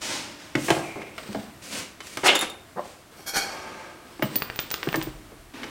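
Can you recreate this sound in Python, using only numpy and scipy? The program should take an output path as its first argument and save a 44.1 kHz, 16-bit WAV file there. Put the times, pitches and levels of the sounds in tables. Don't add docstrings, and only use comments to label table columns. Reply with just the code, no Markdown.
import sys
import numpy as np
from scipy import signal
from scipy.fft import rfft, irfft
from scipy.io import wavfile

SR = 44100
rng = np.random.default_rng(int(sys.argv[2]) if len(sys.argv) > 2 else 0)


def dump_mix(stems):
    frames = np.atleast_2d(stems).T
    limited = np.clip(frames, -1, 1)
    pcm = np.round(limited * 32767).astype(np.int16)
    wavfile.write(sys.argv[1], SR, pcm)


N = 251359
T = np.arange(N) / SR
RING = T[:SR // 2]


def undb(db):
    return 10 ** (np.asarray(db) / 20)


def unit(x):
    return x / np.sqrt(np.mean(x ** 2))


def unit_attack(x):
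    return x / np.sqrt(np.mean(x[:SR // 50] ** 2))


def add(track, s, sound):
    i = max(int(s * SR), 0)
    track[i:i + len(sound)] += sound[:N - i]


def cut(x, hz, kind="low", order=2):
    return signal.sosfilt(signal.butter(order, min(hz, SR / 2 - 1), kind, fs=SR, output="sos"), x)


def colour(x, points):
    hz, db = np.transpose(points)
    size = 2 ** 18
    f = np.fft.rfftfreq(size, 1 / SR) + 1
    gain = undb(np.interp(np.log(f), np.log(hz), db))
    return unit(irfft(rfft(x, size) * gain)[:N])


def fade(t60):
    return np.exp(-np.log(1000) * RING / t60)


def ring(modes, scatter_db, detune=0):
    share, shift = rng.standard_normal((len(modes), 2)).T
    out = 0
    for k, (hz, db, t60) in enumerate(modes):
        swing = np.sin(2 * np.pi * hz * (1 + detune * shift[k]) * RING)
        out = out + (-1) ** k * undb(db + scatter_db * share[k]) * swing * fade(t60)
    return out


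def resonate(x, modes, damping=1):
    response = 0
    for k, (hz, width, db) in enumerate(modes):
        decay = np.exp(-np.pi * damping * width * RING)
        response = response + (-1) ** k * undb(db) * width * np.sin(2 * np.pi * hz * RING) * decay
    return signal.fftconvolve(x, response / np.sqrt(np.sum(response ** 2)))[:N]


def walk(rate):
    return 1.2 * np.interp(T * rate, np.arange(4000), rng.standard_normal(4000))


def waver(x, depth, rate):
    clock = np.arange(N)
    drift = signal.lfilter([depth], [1, -1 + 10 / SR], walk(rate))
    finer = signal.resample_poly(x, 4, 1)
    return np.interp(clock + drift, np.arange(4 * N) / 4, finer)


def friction(rate, spread_db, uneven_db):
    slips = (rng.random(N) < rate / SR) * rng.choice([-1, 1], N)
    sizes = undb(spread_db * np.minimum(rng.exponential(size=N), 5))
    return unit(slips * sizes * undb(uneven_db * walk(90)))


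def stroke(start, db, attack, hold, release, power=1):
    rise = np.sqrt(np.clip((T - start) / attack, 0, 1))
    fall = undb(-20 * np.maximum(T - start - attack - hold, 0) / release)
    return undb(db) * (rise * fall) ** power


def strokes(rows, power=1):
    return np.sqrt(sum(stroke(*row, power=power) ** 2 for row in rows))


def raised(rows, axis):
    return [(row[0], row[1] + row[axis], *row[2:5]) for row in rows]


TREBLE_POWER = 1.66


def rubbed(x, rows, split_hz):
    body = cut(x, split_hz) * strokes(row[:5] for row in rows)
    treble = cut(x, split_hz, "high") * strokes(raised(rows, axis=5), TREBLE_POWER)
    return body - treble


def room(x, t60_low=0.55, t60_high=0.37, air_hz=9000, delay=0.001):
    noise = rng.standard_normal(len(RING))
    low = cut(noise, 1230) * fade(t60_low)
    high = cut(cut(noise, 2090, "high"), air_hz, order=1) * fade(t60_high)
    tail = (low - high) * np.clip(RING / delay - 1, 0, 1)
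    return signal.fftconvolve(x, tail / np.sqrt(np.sum((noise * fade(t60_low)) ** 2)))[:N]


# frequency in Hz, relative level in dB.
GARAGE_COLOUR = [(12, -39), (20, -11), (86, 2), (198, -3.5), (328, 1), (527, -11.5), (660, -2), (802, -9),
                 (1190, -7), (1440, -9), (1910, -11), (6720, -20.5), (8410, -19), (14700, -25.5),
                 (16000, -26)]


def garage_noise(level_db=-50, sway_db=0.8):
    return undb(level_db + sway_db * walk(4)) * colour(rng.standard_normal(N), GARAGE_COLOUR)


# start in seconds, relative level in dB,
# attack, hold and release in seconds.
DRAUGHTS = [(4.985, -43.5, 0.035, 0.032, 0.62), (5.35, -51, .05, .05, .1)]


def draught(level_db=-1):
    flutter = colour(rng.standard_normal(N), [(15, -33), (25, -25), (33, 2.0), (50, 0), (75, -20.0),
                                              (130, -8.5), (500, -85)])
    return undb(level_db) * flutter * strokes(DRAUGHTS)


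# start in seconds, relative level in dB,
# length before the release in seconds.
RUSTLES = [(0.865, -53, 0.23), (1.136, -42.5, 0.27), (2.766, -47.5, 0.12), (3.107, -50.5, 0.064),
           (4.028, -50.5, 0.23), (4.212, -39.5, .17), (4.487, -47, .2), (4.76, -41, 0.28)]
# frequency in Hz, relative level in dB.
RUSTLE_COLOUR = [(59, -44), (100, -6), (204, -1), (521, 4), (665, -9), (999, -4), (2210, -6.5),
                 (2880, -7.5), (5090, -10.5), (7060, -17), (8310, -10), (10600, -30), (13000, -20)]


def rustling(level_db=-2, attack_share=0.27, release_s=0.18):
    moves = [(s, db, attack_share * length, (1 - attack_share) * length, release_s)
             for s, db, length in RUSTLES]
    return undb(level_db) * colour(friction(9000, 2.2, 1.2), RUSTLE_COLOUR) * strokes(moves)


# start in seconds, relative level in dB,
# attack, hold and release in seconds.
DRAGS = [(3.42, -37.5, 0.065, 0.22, 0.53), (3.78, -44.5, 0.03, 0.064, 0.19)]
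# frequency in Hz, relative level in dB.
DRAG_COLOUR = [(59, -47), (100, -12), (391, -3.5), (452, -7), (502, -1.5), (885, -6), (983, -8),
               (1210, -4.5), (1460, -20), (1590, -0.5), (1840, -12.5), (2270, -8), (2920, -15.5),
               (8340, -26), (15000, -52)]
# frequency in Hz, width in Hz, relative level in dB.
DRAG_MODES = [(517, 20, -4), (878, 12, 4), (1220, 70, -1), (1574, 40, 1), (1585, 38, -1.5), (2270, 21, -6)]


def dragging(scrape_db=-3, drone_db=-7):
    drone = undb(drone_db) * unit(resonate(friction(4800, 1.0, 0.61), DRAG_MODES))
    scrape = undb(scrape_db) * colour(friction(5000, 0.8, 0.39), DRAG_COLOUR)
    return (scrape + drone) * strokes(DRAGS)


# start in seconds, level in dB, attack, hold and release in seconds.
JUDDERS = [(2.757, -38, .008, .004, .02), (2.766, -28.5, 0.013, 0.023, 0.011)]
# frequency in Hz, relative level in dB.
JUDDER_COLOUR = [(59, -69), (100, -41), (179, -0.5), (275, -17), (387, -5.5), (681, -3.5), (768, -6),
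                 (1000, -5), (1410, -18.5), (1870, -22), (3500, -57), (4550, -74), (7700, -120)]


def juddering(judder_hz=92):
    stick_slip = rng.standard_normal(N) * np.exp(-2 * (T * judder_hz % 1))
    return colour(stick_slip, JUDDER_COLOUR) * strokes(JUDDERS)


# start in seconds, relative level in dB,
# attack, hold and release in seconds.
SQUEALS = [(.81, -39.5, 0.048, .015, 0.36), (.97, -45.5, .04, 0.049, 0.25)]
# frequency in Hz, width in Hz, relative level in dB.
SQUEAL_MODES = [(2180, 170, -5), (2384, 41, 3.5), (2550, 310, -9)]


def squealing(level_db=-2):
    return undb(level_db) * unit(resonate(friction(3000, 0.98, 1), SQUEAL_MODES)) * strokes(SQUEALS)


def handling(room_db=-7):
    out = dragging() + rustling() + juddering() + squealing()
    return out + undb(room_db) * room(out)


# start in seconds,
# relative level in dB, attack, hold and release in seconds, treble offset in dB.
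SLIDES = [
    [(.008, -37.5, 0.025, 0.058, .1, 0.5), (.075, -34, 0.035, 0.037, 0.32, -3),
     (.385, -48, 0.013, .02, 0.47, -7)],
    [(.56, -40, .11, 0.014, 0.4, 2), (1.615, -45, 0.018, 0.095, .1, -4),
     (1.697, -34.5, 0.035, 0.064, 0.14, -7), (2.01, -47.5, 0.058, 0.16, .15, -3.5),
     (2.8, -55.5, 0.077, .03, 0.28, -3)],
    [(5.534, -41.5, 0.0091, 0.14, 0.17, -12)],
]
# frequency in Hz, relative level in dB.
SLIDE_COLOURS = [
    [(59, -46), (100, -9), (197, -1), (302, 4), (442, -5), (621, 1.5), (676, -5.5), (950, -2), (1170, -5.5),
     (2000, -3.5), (4380, -8.5), (5190, -7), (8830, -14), (14400, -31.5), (16000, -28)],
    [(59, -43), (100, -3.5), (224, 4), (406, -4.5), (442, -3), (524, 1.5), (872, -11), (970, -5),
     (1680, -5.5), (2580, -1.5), (3780, -6.5), (4770, -4.5), (8640, -3.5), (13200, -14.5), (16000, -14)],
    [(59, -43), (100, -1), (215, -4), (244, 7), (721, -9), (784, -7), (930, -3), (2370, -8), (6150, -23),
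     (16000, -34)],
]


def sliding(body_db=-1, treble_db=1, split_hz=4200, room_db=-6):
    out = np.zeros(N)
    for rows, spectrum in zip(SLIDES, SLIDE_COLOURS):
        hiss = colour(friction(14000, 2, .7), spectrum)
        body, treble = unit(cut(hiss, split_hz)), unit(cut(hiss, split_hz, "high"))
        out += undb(body_db) * body * strokes(row[:5] for row in rows)
        out -= undb(treble_db) * treble * strokes(raised(rows, axis=5), TREBLE_POWER)
    return out + undb(room_db) * room(out)


# start in seconds, relative level in dB,
# attack, hold and release in seconds, treble offset in dB.
SHOVES = [(3.16, -56, 0.025, 0.044, 0.065, 8), (3.26, -36.5, 0.019, 0.0091, 0.1, 7.5),
          (3.33, -25.5, 0.032, 0.015, 0.13, -5), (3.455, -43, 0.028, 0.025, 0.38, -8)]
# frequency in Hz, width in Hz before added damping, relative level in dB.
STEEL = [(786, 48, -1), (1510, 150, -1), (2240, 40, -2), (2430, 26, -3), (3260, 41, -3), (4360, 120, -1),
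         (4680, 35, -3), (4870, 41, -8), (5140, 36, -6), (5350, 29, -11), (5590, 32, 0), (5880, 25, -8),
         (6030, 39, -5), (6440, 99, -13), (6940, 78, -11), (7400, 29, -10), (7680, 59, -15),
         (8040, 36, -10), (8260, 26, -9), (8650, 37, -11), (9170, 120, -14), (10000, 58, -11),
         (10600, 32, -10), (10800, 22, -18), (11700, 52, -16), (12500, 31, -13), (12700, 34, -10),
         (13200, 30, -16), (13800, 47, -21), (14100, 28, -21)]


def shoved_tool(split_hz=8000, grit_db=-7, room_db=-6):
    slips = friction(6000, 2.3, 1.2)
    drive = colour(slips, [(300, -11), (800, 2.5), (1500, 0.0), (2350, 2.5), (3100, 9), (3500, -8),
                           (4400, -1), (5600, 2), (7000, 2), (10000, 1.5), (13000, 2.5), (15500, -7.5)])
    grit = colour(slips, [(120, 1), (550, 11), (1500, -4), (2300, -27), (3600, -1), (4600, -3),
                          (5800, -8), (7500, -27), (11500, -13), (13000, 1), (15500, -12)])
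    rings = waver(resonate(rubbed(drive, SHOVES, split_hz), STEEL, damping=1.1), .004, 120)
    out = rings + undb(grit_db) * rubbed(grit, SHOVES, split_hz)
    return out + undb(room_db) * room(out)


# start in seconds, level in dB, attack, hold and release in
# seconds, brightness offset in dB, screech offset in dB.
GRINDS = [(2.236, -21.5, 0.017, 0.0092, .04, -5.5, -9.5), (2.256, -17.5, 0.011, 0.0065, .035, -2, -4.5),
          (2.276, -20.5, 0.016, 0.0042, 0.031, -24, 7.5), (2.297, -25.5, 0.012, 0.051, 0.065, -21, -5),
          (2.348, -27.5, .006, 0.0055, 0.034, 0, 0), (2.401, -32.5, .02, 0.01, 0.088, -1, -1)]
# frequency in Hz, relative level in dB.
GRIND_COLOUR = [(59, -55), (100, -43), (166, -18), (381, 1.5), (502, -3.5), (570, 4), (648, -16), (705, -2),
                (1330, -3.5), (1830, -4.5), (2220, -9), (3470, -26), (4110, -11.5), (8460, -11),
                (16000, -29)]


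def grinding(bright_hz=4200, room_db=-7):
    scrape = colour(friction(6000, 1.9, 0.93), GRIND_COLOUR)
    screech_modes = [(2130, 104, 3.5), (2660, 270, 2), (2930, 160, 4), (3460, 580, -2.5)]  # Hz, width Hz, dB
    screech = unit(resonate(friction(4000, 2.7, 0.73), screech_modes))
    out = rubbed(scrape, GRINDS, bright_hz) + screech * strokes(raised(GRINDS, axis=6))
    return out + undb(room_db) * room(out)


def clinks(hits, modes, tick_db, room_db, detune, tick_t60=0.021):
    out = np.zeros(N)
    for s, db in hits:
        tick = unit_attack(cut(rng.standard_normal(len(RING)), 4700, "high") * fade(tick_t60))
        tone = unit_attack(ring(modes, 3.6, detune))
        add(out, s, undb(db) * (tone + undb(tick_db) * tick))
    return out + undb(room_db) * room(out)


# time in seconds, level in dB.
CLINKS = [(4.357, -37.5), (4.4212, -39), (4.5, -56)]
# frequency in Hz, relative level in dB, t60 in seconds.
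FASTENER = [(4480, 12, 0.03), (4830, 5, 0.034), (4940, -18, 0.042), (4900, -14, 0.059), (8000, -24, .04)]


def loose_fastener():
    return clinks(CLINKS, FASTENER, tick_db=-25, room_db=-2.5, detune=0.0043)


# time in seconds, level in dB.
JINGLES = [(4.2232, -35.5), (4.3574, -22.5), (4.364, -24.5), (4.421, -40), (4.5585, -40.5), (4.5974, -34.5),
           (4.7146, -30.5), (4.8338, -47), (4.8822, -49), (4.9186, -44), (4.9585, -37), (5.0269, -41)]
# frequency in Hz, relative level in dB, t60 in seconds.
PULL = [(14520, -7, .025), (14690, -5, .05), (14775, 0, .19), (14850, -4, .06), (15020, -6, .03)]


def jingling_piece():
    return clinks(JINGLES, PULL, tick_db=-17.0, room_db=-2.0, detune=0)


# time in seconds, level in dB.
BOUNCES = [(2.353, -26), (2.361, -37), (2.391, -29), (2.411, -28.5), (2.499, -41.5)]
# frequency in Hz, relative level in dB, t60 in seconds.
ROD = [(3630, 4, 0.13), (3670, 13, 0.037), (4300, -11, 0.091), (6950, 7, 0.057), (6910, 1, 0.073),
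       (7400, -4, .12), (9500, -0.5, 0.037), (10340, -2, 0.1), (11100, -11, 0.11), (14300, -15, .04)]


def bouncing_rod():
    return clinks(BOUNCES, ROD, tick_db=-8, room_db=-5, detune=0.0052)


# time in seconds,
# peak level of the swing in dB, pitch in Hz.
CRACKS = [(0.0181, -18.5, 4520), (0.555, -10.5, 4900), (.7045, -3, 6050), (.7066, -8, 3250),
          (1.18, -24, 6500), (1.33, -20.5, 5000), (2.0703, -19.5, 6140), (2.173, -13, 7300),
          (4.3571, -11, 4100), (4.4214, -7, 2100), (4.5002, -13, 2180), (4.56, -21.5, 3020),
          (4.591, -4, 3380), (4.5965, -15.5, 3800), (4.7047, -15.5, 5300), (4.7136, -10, 4740),
          (4.7414, -6, 4090), (4.76, -22, 4600), (4.8306, -9.5, 2570), (4.889, -11, 2540),
          (4.929, -12, 2440), (4.9584, -10, 6300), (5.0151, -13.5, 2780), (5.0262, -14.5, 6400),
          (5.6418, -19, 3460)]


def cracks(cycles=1.2, rounding=2.6, shiver_db=-19, shiver_t60=0.032, room_db=-5):
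    out = np.zeros(N)
    for s, db, hz in CRACKS:
        swing = cut(np.sin(2 * np.pi * hz * RING) * fade(2 * cycles / hz), rounding * hz, order=3)
        shiver = unit(cut(rng.standard_normal(len(RING)), hz)) * fade(shiver_t60)
        add(out, s, undb(db) * (swing / swing.max() + undb(shiver_db) * shiver))
    return out + undb(room_db) * room(out)


# time in seconds,
# level in dB, contact sharpness in Hz, t60 of the dense modes in seconds, flexing mode in Hz,
# flexing level in dB before the radiation high-pass.
KNOCKS = [(.552, -24.5, 2320, 0.059, 296, -24), (.578, -32, 500, 0.074, 268, -30),
          (.683, -24.5, 2300, .14, 687, -27), (.703, -19, 3400, 0.13, 704, -22.5),
          (0.706, -30, 800, 0.11, 321, -21.5), (.764, -30, 1000, 0.44, 329, -42),
          (.957, -34.5, 586, 0.45, 330, -45), (1.017, -40, 2695, 0.019, 1118, -45.5),
          (1.18, -37, 3700, .06, 1365, -43.5), (1.288, -41, 496, 0.2, 204.5, -33),
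          (1.347, -30, 1160, 0.1, 665, -33), (1.357, -41, 705, 0.11, 216, -34),
          (1.382, -60, 600, 0.16, 228, -36), (2.004, -39, 5330, 0.042, 2440, -55),
          (2.171, -32, 3450, 0.16, 270, -40.5), (2.233, -27.5, 1700, .097, 594, -52),
          (2.27, -33, 1500, 0.087, 742, -28), (2.292, -29.5, 1800, 0.045, 1370, -30),
          (2.424, -30, 1900, 0.07, 1340, -47), (3.192, -47, 875, 0.071, 355, -52),
          (4.194, -36.5, 860, 0.031, 294, -43), (4.223, -25.5, 2330, 0.067, 620, -27.5),
          (4.227, -32, 800, 0.042, 306, -25.5), (4.24, -43, 600, 0.12, 206, -29),
          (4.358, -41.5, 1210, 0.038, 266, -36.5), (4.872, -33.5, 790, 0.032, 358, -26.5),
          (4.942, -26, 1700, .07, 1790, -30), (4.947, -29, 700, .06, 324, -33),
          (4.972, -43, 500, 0.29, 315.4, -26), (5.07, -36.5, 610, .058, 306, -37),
          (5.319, -50, 400, 0.14, 447, -50.5), (5.632, -35.5, 3050, 0.065, 1255, -64)]
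SEAT_S, SEAT_DB, SEAT_T60_S, SEAT_FLEX_DB = 0.00496, -8.5, 0.077, -3.5
SEAT_SHARPNESS_SHARE, SEAT_FLEX_SHARE = 0.45, 0.45


def contacts():
    for s, db, sharp_hz, t60, flex_hz, flex_db in KNOCKS:
        yield s, db, sharp_hz, t60, flex_hz, flex_db
        yield (s + SEAT_S, db + SEAT_DB, sharp_hz * SEAT_SHARPNESS_SHARE, SEAT_T60_S,
               flex_hz * SEAT_FLEX_SHARE, flex_db + SEAT_FLEX_DB)


# frequency in Hz, relative level in dB, t60 in seconds.
SHELL = [(136, -10.5, 0.076), (252, -0.5, 0.071), (317.3, 6, 0.081), (441, -4, 0.05), (570, 0, 0.078),
         (696, 2.5, 0.072), (802, -1.5, 0.046), (1115, -3.5, 0.023), (1310, -10.5, 0.39), (1655, 5, 0.053),
         (2157, 16, 0.019), (2786, 7, 0.022), (3030, 2, 0.13)]
# time in seconds, room level in dB.
KNOCK_ROOM = [(3.5, -5), (4.3, -8)]


def knocks(modes_db=-7, crack_t60=0.049, flex_ring=0.7, radiates_hz=125, split_hz=1500, crack_db=-2,
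           lowest_hz=190, edge_db=-21, push=0.00049):
    direct, sent = np.zeros(N), np.zeros(N)
    for s, db, sharp_hz, t60, flex_hz, flex_db in contacts():
        noise = rng.standard_normal(len(RING))
        crack = undb(crack_db) * cut(noise, split_hz, "high") * fade(crack_t60)
        dense = cut(noise, split_hz) * fade(t60) - crack
        clear = ring(SHELL, 2.5, .006)
        body = unit_attack(cut(dense, lowest_hz, "high")) + undb(modes_db) * unit_attack(clear)
        contact = cut(body, sharp_hz) + undb(edge_db) * cut(body, 2 * sharp_hz, order=1)
        strike = unit_attack(contact * (1 - np.exp(-RING / push)))
        onset = 1 - np.exp(-2 * flex_hz * RING)
        flex = unit_attack(np.sin(2 * np.pi * flex_hz * RING) * fade(flex_ring * t60) * onset)
        blow = undb(db) * strike + undb(flex_db) * cut(flex, radiates_hz, "high", order=4)
        add(direct, s, blow)
        add(sent, s, blow * undb(np.interp(s, *np.transpose(KNOCK_ROOM))))
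    return direct + room(sent)


def scene():
    background = garage_noise() + draught()
    rubbing = handling() + sliding() + shoved_tool() + grinding()
    metal = loose_fastener() + jingling_piece() + bouncing_rod()
    mono = background + rubbing + metal + cracks() + knocks()
    return np.array([mono, mono])


def record(dry, hiss_db=-70, top_hz=15900):
    hiss_colour = [(25, 12), (170, 8), (600, -2), (3000, -13), (9000, 1.5), (15000, -14)]  # Hz, dB
    hiss = np.array([colour(rng.standard_normal(N), hiss_colour) for _ in dry])
    out = np.tanh(dry + undb(hiss_db) * hiss)
    return signal.sosfilt(signal.ellip(10, .2, 80, top_hz, fs=SR, output="sos"), out)


dry = scene()
out = record(dry)
dump_mix(out)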